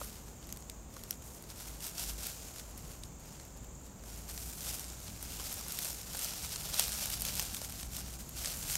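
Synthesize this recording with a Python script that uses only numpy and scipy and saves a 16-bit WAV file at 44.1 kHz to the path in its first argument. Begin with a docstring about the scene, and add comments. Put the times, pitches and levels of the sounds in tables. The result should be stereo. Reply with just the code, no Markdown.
"""In a thicket, an armadillo noses and shuffles through dry leaves a few metres from a small stereo camera.
The rustle is a swarm of tiny noise flashes that swells with each push; single leaves and twigs snap
as short noise bursts with a ring and a thud. Insects far off are a band of noise, with one nearer
throbbing singer; distant traffic is a wavering sine drone, a growl and a rumble, under the hush of the wood."""
import sys
import numpy as np
from scipy import signal
from scipy.fft import rfft, irfft, next_fast_len
from scipy.io import wavfile
from scipy.ndimage import uniform_filter1d

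SR = 44100
rng = np.random.default_rng(int(sys.argv[2]) if len(sys.argv) > 2 else 0)


def store_pcm(level_fs):
    """Save levels as 16-bit WAV."""
    pcm = np.round(np.clip(level_fs, -1, 1) * 32767).astype(np.int16)
    wavfile.write(sys.argv[1], SR, np.atleast_2d(pcm).T)


def gain_from_decibels(decibels):
    """Convert decibel values to linear amplitude factors."""
    exponent = np.asarray(decibels, float) / 20
    return 10 ** exponent


N = 386793
T = np.arange(N) / SR
RUSTLE_PIVOT_DB = -53.5  # rustle level around which the dull crunch and the lesser cracks scale


def shape(x, points):
    """Filter by (Hz, dB) points joined on a log-frequency axis."""
    hz, db = np.transpose(points)
    size = next_fast_len(x.shape[-1])
    f = np.maximum(np.fft.rfftfreq(size, 1 / SR), 1)
    gain_db = np.interp(np.log(f), np.log(np.maximum(hz, 1)), db)
    return irfft(rfft(x, size) * gain_from_decibels(gain_db), size)[..., :x.shape[-1]]


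def band(x, lo_hz, hi_hz):
    """Butterworth band-pass."""
    return signal.sosfilt(signal.butter(3, [lo_hz, min(hi_hz, .48 * SR)], "band", fs=SR, output="sos"), x)


def unit(x):
    """Scale to rms 1."""
    return x / np.sqrt(np.mean(x ** 2))


def curves(table):
    """Columns of a table after its time column, one value per sample."""
    s, *columns = np.transpose(table)
    return [np.interp(T, s, c) for c in columns]


def walk(rate_hz):
    """Random levels held for 1 / rate_hz seconds, smoothed twice, scaled to rms 1."""
    hold = int(SR / rate_hz)
    steps = np.repeat(rng.standard_normal(N // 200), hold)[:N]
    return unit(uniform_filter1d(uniform_filter1d(steps, hold), hold))


def fade(x, t60_s):
    """Each impulse dies away by 60 dB in t60_s."""
    return signal.lfilter([1], [1, -np.exp(-np.log(1000) / (t60_s * SR))], x)


def wide(points):
    """Stereo noise: one shared part, and an opposed side part coloured by points."""
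    mid, side = rng.standard_normal((2, N))
    return mid + shape(side, points) * np.array([[1], [-1]])


# each shove of snout or foot: peak_s, rustle_db, fall_ms (6 dB down on either side), crisp_db (over rustle)
SHOVES = [(0.034, -55.5, 39, 8), (0.165, -58, 31, 3), (0.442, -61, 23, -1.0), (0.537, -65, 52, 5),
          (0.692, -68, 99, 4), (1.0, -61.5, 97, 4), (1.123, -60, 34, 7), (1.273, -67, 30, 13),
          (1.349, -61.9, 24, 10), (1.505, -54, 20, 3.5), (1.611, -53, 33, 4.3), (1.69, -58, 50, 5),
          (1.857, -48.5, 42, 5.5), (2.013, -46.0, 44, 4.5), (2.094, -47.5, 32, 5), (2.266, -47, 65, 3.5),
          (2.486, -53, 18, 3.1), (2.588, -54.5, 27, 3), (2.757, -72, 15, -7), (2.889, -61.5, 81, 4.5),
          (3.047, -66, 23, 7), (3.288, -61.5, 82, 1.5), (3.44, -64, 74, 2), (3.577, -65, 19, 3),
          (3.634, -65, 28, 1), (3.854, -67, 36, 5), (4.158, -57.5, 107, 5), (4.302, -49.5, 16.5, 4.5),
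          (4.428, -54, 96, 8), (4.679, -49, 112, 6.5), (4.696, -46.5, 33, 3), (4.787, -60, 14, 4),
          (5.083, -54, 17, -2.6), (5.237, -53.5, 21, 5), (5.34, -60, 33, 3), (5.448, -48, 138, 4),
          (5.62, -54, 35, 1), (5.767, -49, 138, 3.7), (5.858, -49, 87, 7.5), (6.011, -55, 35, 3.3),
          (6.15, -50.5, 17, 6), (6.233, -45, 19, 7.5), (6.263, -48, 151, 3), (6.45, -44, 18, 3),
          (6.55, -52.5, 50, -6), (6.671, -44, 17, -5), (6.805, -39.5, 63, 2.2), (6.94, -46, 62, 3.5),
          (7.033, -41.5, 39, 1.5), (7.123, -42, 23, 3), (7.23, -56, 28, 1), (7.282, -42, 38, 0),
          (7.35, -50, 27, 4), (7.41, -46.0, 66, 3.5), (7.49, -51, 36, 0), (7.556, -51.5, 34, 7.5),
          (7.647, -52, 22, 6), (7.7, -56, 30, 2), (7.811, -52, 39, 4.5), (7.964, -48.5, 40, 4.5),
          (8.06, -55, 30, 1), (8.135, -55.5, 25, 5.5), (8.21, -53.5, 18, 6), (8.39, -51, 20, 3),
          (8.457, -45.5, 76, 3.5), (8.59, -54, 50, 8.5), (8.715, -44.5, 35, 7)]
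# restless stirring between shoves: time_s, rustle_db
RESTLESS = [(0, -57), (0.3, -66), (0.8, -75.5), (1.6, -61), (2.4, -56), (3.2, -72), (4, -73), (4.8, -56.5),
            (5.6, -59.5), (6.1, -57.5), (6.5, -48), (7.3, -49.5), (8.25, -61), (8.77, -48)]


def stirring():
    """Rustle level and its crisp share in dB: bell-shaped shoves add their power to the restless stirring."""
    stir_crisp_db = 4
    power = gain_from_decibels(curves(RESTLESS)[0]) ** 2
    crisp = power * gain_from_decibels(stir_crisp_db) ** 2
    for peak_s, db, fall_ms, crisp_db in SHOVES:
        drop_db = 6 * np.minimum((1000 * (T - peak_s) / fall_ms) ** 2, 20)
        shove = gain_from_decibels(db - drop_db) ** 2
        power = power + shove
        crisp = crisp + shove * gain_from_decibels(crisp_db) ** 2
    return 10 * np.log10(power), 10 * np.log10(crisp / power)


# colour of dry leaves at the microphone: freq_hz, density_db (per Hz, relative)
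LEAF_COLOUR = [(240, -30), (400, -7.5), (760, -3), (1050, -11), (1410, -4.5), (1810, -10), (2780, -2.5),
               (5720, 0.5), (7670, -5.5), (8410, -6.5), (10100, -10.5), (12300, -8.5), (14000, -8.5),
               (16500, 2)]
# stereo width of the direct cracks: freq_hz, side_db (over the shared part)
DIRECT_WIDTH = [(300, -1), (1000, -22), (3000, -15.5), (7000, -7.5), (15000, -0.5)]
# stereo width of the scattered tail: freq_hz, side_db (over the shared part)
SCATTER_WIDTH = [(500, -29), (3000, -14), (15000, -15.5)]


def rustle():
    """Countless cracks of very uneven size, each a flash of noise; they come in clumps."""
    cracks_per_s, crack_t60_s = 1200, 0.006
    scatter_db, scatter_t60_s = -4, 0.078
    mid_db, crisp_db = stirring()
    # the dull crunch grows less than the rustle
    dull_db = -5.5 - 0.29 * (mid_db - RUSTLE_PIVOT_DB)
    count = int(cracks_per_s * N / SR)
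    when = rng.integers(0, N, count)
    size = np.minimum(rng.exponential(size=(count, 4)), 5)
    clump_db = 1.16 * walk(45)
    direct = shape(wide(DIRECT_WIDTH), LEAF_COLOUR)
    # stems and ground scatter every crack into a short tail
    scatter = shape(wide(SCATTER_WIDTH), LEAF_COLOUR)
    layers = [(450, 2040, mid_db + dull_db, 2.6),
              (2260, 5940, mid_db, 1.3),
              (7540, 13670, mid_db + crisp_db, 1.3)]
    out = 0
    for k, (lo_hz, hi_hz, db, spread_db) in enumerate(layers):
        # a crack has one size for all bands and a colour of its own
        crack_db = spread_db * (0.7 * size[:, 0] + 0.41 * size[:, k + 1])
        power = np.bincount(when, gain_from_decibels(crack_db) ** 2, N) * gain_from_decibels(2 * clump_db)
        # halved times, because the root of the power falls half as fast
        flash = unit(direct * np.sqrt(fade(power, crack_t60_s / 2)))
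        tail = unit(scatter * np.sqrt(fade(power, scatter_t60_s / 2)))
        out = out + gain_from_decibels(db) * unit(band(flash + gain_from_decibels(scatter_db) * tail, lo_hz, hi_hz))
    return out


def small_snaps():
    """Lesser cracks at chance moments, stronger when the rustle is, each with its own ring and colour."""
    per_s = 10
    count = int(per_s * N / SR)
    even, bell = rng.random((count, 2)), rng.standard_normal((count, 3))
    start_s = even[:, 0] * N / SR
    over_pivot_db = np.interp(start_s, T, stirring()[0]) - RUSTLE_PIVOT_DB
    level_db = -39 + 0.6 * over_pivot_db + 2.5 * bell[:, 0]
    ring_hz = 8400 - 4500 * even[:, 1] ** 1.5
    thud_db = -21 + 6 * bell[:, 1]
    crisp_db = -1 + 5 * bell[:, 2]
    return list(zip(start_s, level_db, ring_hz, thud_db, crisp_db))


# cracks that stand out: start_s, level_db (peak of the splintering), ring_hz, thud_db, crisp_db (both relative)
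BIG_SNAPS = [(0.014, -36.5, 1500, 6, -3), (0.0449, -39, 5560, -22, 7.5), (0.4277, -39, 4870, -15, -9),
             (0.4908, -32.5, 6800, -17, -1), (0.502, -40, 6290, -20, -3), (0.5252, -25, 6430, -24, 1.5),
             (0.562, -40, 8270, -25, 2), (0.5713, -34, 8200, -23, 0), (0.6236, -37, 6980, -27, -10),
             (0.698, -25, 8100, -37, -1.5), (0.9408, -38, 8230, -26, 1), (0.9658, -32, 8310, -8, -3),
             (1.0363, -32, 7060, -19, 2), (1.1083, -19, 5800, -39, 3.5), (1.1279, -33, 5940, -35, -8),
             (1.2217, -43, 6160, -7.5, 4), (1.3482, -39, 6000, -29, -5), (1.4242, -42, 7670, -16, 8),
             (1.4392, -39, 4740, -14.5, -12), (1.502, -36, 5156, -30, -3), (1.8047, -34, 2930, -22, 0),
             (1.866, -30, 6460, -13, 6), (1.981, -25.5, 5640, -17, -1), (1.9949, -22, 7500, -27.5, 0),
             (2.039, -28, 3060, -20, -3), (2.0624, -33, 7410, -30, -11), (2.268, -26, 7500, -21, 2),
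             (2.5596, -37, 5560, -13, 2), (2.5837, -29, 5660, -23, -5), (2.5963, -30, 3720, -23, -4),
             (2.777, -44, 7073, -13, 12), (2.9165, -36, 3010, -22, -5), (3.0352, -30.5, 8100, -20, -6),
             (3.2563, -41, 2010, -11, -2), (3.398, -38, 4250, -10.5, -11.5), (3.865, -41, 5280, -18, 0),
             (4.0375, -36, 1520, -10, -2), (4.3767, -27.5, 5980, -17, -2), (4.426, -29, 6930, -30, -9.5),
             (4.7855, -33, 4950, -25, -2), (4.7951, -27, 5940, -37, 2.5), (4.8423, -33, 8350, -21, -10),
             (4.9007, -31, 7620, -28, -8.5), (5.0809, -31, 3380, -15, -11), (5.2269, -33.5, 6140, -10, 7),
             (5.3975, -29, 3300, -11, -7), (5.5267, -28, 8200, -16, 6), (5.5407, -35.5, 7410, -18, 11),
             (5.5927, -32, 5730, -32, 1), (5.611, -27.5, 7240, -13, -1), (5.6637, -32, 6510, -9, -10),
             (5.682, -36, 5600, -20, 11), (5.722, -26, 7970, -35, 5.5), (5.7886, -21, 7240, -31, 1.5),
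             (5.847, -25, 7490, -24, 4), (5.8538, -25, 6200, -14, -5), (5.9042, -30.5, 5940, -12, 4),
             (6.0128, -31.5, 5560, -29, 0), (6.129, -40, 6300, -31, 9), (6.1476, -29, 5000, -5.5, 0),
             (6.1699, -30, 8400, -23, 6), (6.1916, -26, 5760, -39, 5), (6.2455, -21.5, 7540, -37, 4.5),
             (6.3357, -28, 5500, -14, -10), (6.4469, -25.5, 4030, -11, -12),
             (6.5594, -21.5, 4300, -20, -21), (6.6906, -29, 6160, -15, -1), (6.742, -20, 4130, -18, 0),
             (6.7951, -6, 8170, -20, -2), (6.8805, -23, 4160, -16, 3), (6.9199, -24, 7110, -21, 1),
             (6.9485, -27, 6720, -17, -4), (7.0111, -27, 6930, -23, 0), (7.057, -26, 8230, -20.5, 8),
             (7.1015, -27, 6760, -23, 6), (7.1384, -23, 4910, -22, 0), (7.2074, -29, 5430, -31, 9.5),
             (7.2197, -26.5, 4690, -14, 10), (7.251, -20, 6400, -28, 3), (7.353, -25, 7020, -29, 5),
             (7.367, -24, 7300, -26, -2), (7.3958, -12.5, 8440, -21, -3), (7.401, -20, 6330, -23, -4),
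             (7.4246, -27, 4820, -12.5, 5), (7.546, -23, 5770, -37, 1), (7.567, -31, 3720, -18, 2),
             (7.616, -22, 7410, -15, -4), (7.6465, -27.5, 6540, -17, 1), (7.7237, -29, 6030, -34, -1),
             (7.83, -24.5, 8400, -17.5, -8.5), (7.966, -26.5, 7110, -30, 4), (8.1382, -33.5, 6420, -21, -3),
             (8.2923, -36, 6990, -20, 5), (8.4464, -19.5, 7700, -22, -3.5), (8.458, -19.5, 6700, -24, -13),
             (8.6271, -27.5, 6270, -20, -10.5), (8.699, -20, 7360, -20, -12), (8.754, -13.5, 6550, -24, -2)]
# colour of a crisp tick: freq_hz, gain_db
TICK_COLOUR = [(8400, 2.5), (10200, -1), (12300, 2.5), (16000, -11.5)]


def snaps():
    """A leaf or twig breaks: a sharp tick, splintering with a short ring, a thud, a faint scattered tail."""
    length = 3000
    out, t = np.zeros((2, N + length)), np.arange(length) / SR
    for start_s, level_db, ring_hz, thud_db, crisp_db in list(BIG_SNAPS) + small_snaps():
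        noise = rng.standard_normal((5, length))
        pan_db = 0.5 * noise[0, 0]  # left over right
        # thuddier cracks die slower
        t60_s = 0.012 * np.exp(0.025 * (thud_db + 21))
        attack = np.minimum(t / 0.00027, 1)
        burst = (noise[0] + 0.38 * noise[1:3]) * attack * gain_from_decibels(-60 * t / t60_s)
        # the fibre lets go in one click, which holds every frequency
        burst[:, 12] += 4.0
        burst = burst + noise[3:] * gain_from_decibels(-26 - 60 * t / 0.073)  # scattered tail
        thud = band(burst, 476, 1420)
        splinter = shape(band(burst, 1240, 10030), [(1200, -9.5), (2800, -4), (5700, 0)])
        body = splinter + band(burst, 0.88 * ring_hz, 1.044 * ring_hz)
        tick = shape(band(burst, 8360, 17400), TICK_COLOUR)
        snap = 0
        for db, part in [(thud_db, thud), (0, body), (crisp_db, tick)]:
            snap = snap + gain_from_decibels(db) * part / np.abs(part.mean(axis=0)).max()
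        i = int(start_s * SR)
        out[:, i:i + length] += snap * gain_from_decibels(level_db + np.array([[pan_db], [-pan_db]]) / 2)
    return out[:, :N]


# tilt of the leaf sound between the two ports: freq_hz, left_minus_right_db
PORT_TILT = [(60, 0.5), (110, 1.0), (200, -4), (380, -2), (700, -0.5), (1290, -2), (2380, -3.5),
             (4400, -1.5), (8120, 0.0), (15000, 4)]


def leaves():
    """Rustle and snaps; the two ports hear the front with slightly different colours."""
    both = rustle() + snaps()
    left = shape(both[0], [(hz, db / 2) for hz, db in PORT_TILT])
    right = shape(both[1], [(hz, -db / 2) for hz, db in PORT_TILT])
    return np.array([left, right])


# swell of the insect chorus: time_s, level_db (before its flutter)
CHORUS_LEVEL = [(0, -59), (.2, -56.5), (1, -58), (2.2, -54), (3.2, -56.5), (3.6, -55.5), (4.1, -56.5),
                (5, -53), (6, -53), (7, -54), (8, -55.5), (8.77, -47)]
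# colour of the chorus: freq_hz, gain_db (relative)
CHORUS_COLOUR = [(5400, -20), (6200, -4), (6600, 0.5), (7600, -0.5), (7900, -7), (8500, -6), (9300, -34)]


def insects():
    """Many singers blur into a hiss; for a moment a nearer one, pulsed noise, throbs through it."""
    throb_hz, throb_at_s = 48.05, 3.773
    peak_s, peak_db, rise_db_per_s, fall_db_per_s = 3.75, -59.5, 30, 31
    colour = [(4000, -62.5)] + list(CHORUS_COLOUR) + [(11000, -64.5)]
    chorus = shape(wide([(5000, -0.89), (9000, 1.6)]), colour)
    chorus_db = curves(CHORUS_LEVEL)[0] + 1.0 * walk(7)
    throb = np.exp(2.0 * np.cos(2 * np.pi * throb_hz * (T - throb_at_s)))
    near = band(wide([(5000, 3.0), (9000, -11)]) * throb, 6970, 7800)
    near_db = peak_db - np.maximum(rise_db_per_s * (peak_s - T), fall_db_per_s * (T - peak_s))
    return gain_from_decibels(chorus_db) * unit(chorus) + gain_from_decibels(near_db) * unit(near)


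# traffic levels: time_s, drone_db (before its waver), growl_db, rumble_db (before its surge)
ROAD_LEVELS = [(0, -54, -65, -52), (.8, -53, -65, -52.5), (1.2, -61, -65, -52.5), (1.45, -62, -68, -54),
               (1.73, -50.5, -63, -51.5), (1.98, -62, -56, -54.5), (2.12, -49, -64, -52.5),
               (2.4, -53.5, -61, -54.5), (3.1, -59.5, -66.5, -52), (3.5, -52, -58.5, -53.5),
               (4.6, -53.5, -65, -51.5), (5.5, -55, -64.5, -51.5), (6.1, -61, -59, -53.5),
               (6.5, -58, -59, -50.5), (7, -57, -66, -49.5), (7.5, -56, -64, -49.5), (8, -51, -58, -48.5),
               (8.77, -63, -62, -51.5)]
# engine drone: time_s, pitch_hz (before its waver)
DRONE_PITCH = [(0, 56.8), (.5, 55.3), (2, 54.47), (4, 55.1), (4.9, 59), (5.9, 54.1), (6.5, 65.8),
               (7.2, 57.77), (7.8, 62.26), (8.77, 59.5)]
# colour of the rumble and of the hush of the wood: freq_hz, density_db (per Hz, relative)
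WOOD_COLOUR = [(20, -18), (35, -3.5), (55, 2.5), (100, -4.5), (180, -6), (300, -12), (600, -17),
               (1100, -21), (1600, -30), (3000, -32), (6000, -37.5), (10500, -46), (13500, -35.5),
               (16000, -37)]
# stereo width of rumble and hush: freq_hz, side_db (over the shared part)
WOOD_WIDTH = [(30, -6), (60, -2.5), (130, -4), (300, 0), (700, -3), (2000, 0), (15000, 2)]


def traffic():
    """A wavering engine drone and a blurred growl inside the rumble; above it the steady hush of the wood."""
    drone_db, growl_db, rumble_db = curves(ROAD_LEVELS)
    pitch_hz = curves(DRONE_PITCH)[0] * (1 + 0.026 * walk(6.5))
    turns = np.cumsum(pitch_hz) / SR
    waver_db = 2.5 * walk(8)
    drone = np.sin(2 * np.pi * turns) * gain_from_decibels(drone_db + waver_db) * np.sqrt(2)
    growl = gain_from_decibels(growl_db) * unit(band(rng.standard_normal((2, N)), 148.0, 180.2))
    air = shape(wide(WOOD_WIDTH), WOOD_COLOUR)
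    # the rumble level counts from the band where it is felt most evenly: 84.5 to 276 Hz at rms 1
    air = air / np.sqrt(np.mean(band(air, 84.5, 276) ** 2))
    low = signal.sosfilt(signal.butter(2, 350, fs=SR, output="sos"), air)
    surge_db = 1.0 * walk(4)
    rumble = gain_from_decibels(rumble_db + surge_db) * low
    hush = gain_from_decibels(-53.0) * (air - low)
    return drone + growl + rumble + hush


def scene():
    """Leaves in the thicket over insects and traffic."""
    return leaves() + insects() + traffic()


def band_limit(x):
    """A steep low-pass at the top of the band."""
    return signal.sosfilt(signal.butter(12, 17010, fs=SR, output="sos"), x)


def record(dry):
    """The camera notches out one narrow line and cuts the top steeply."""
    notch_hz, notch_q, top_hz = 7875, 80, 15760
    notched = signal.lfilter(*signal.iirnotch(notch_hz, notch_q, SR), dry)
    cut = signal.sosfilt(signal.ellip(12, .3, 70, top_hz, fs=SR, output="sos"), notched)
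    return band_limit(cut)


dry = scene()
out = record(dry)
store_pcm(out)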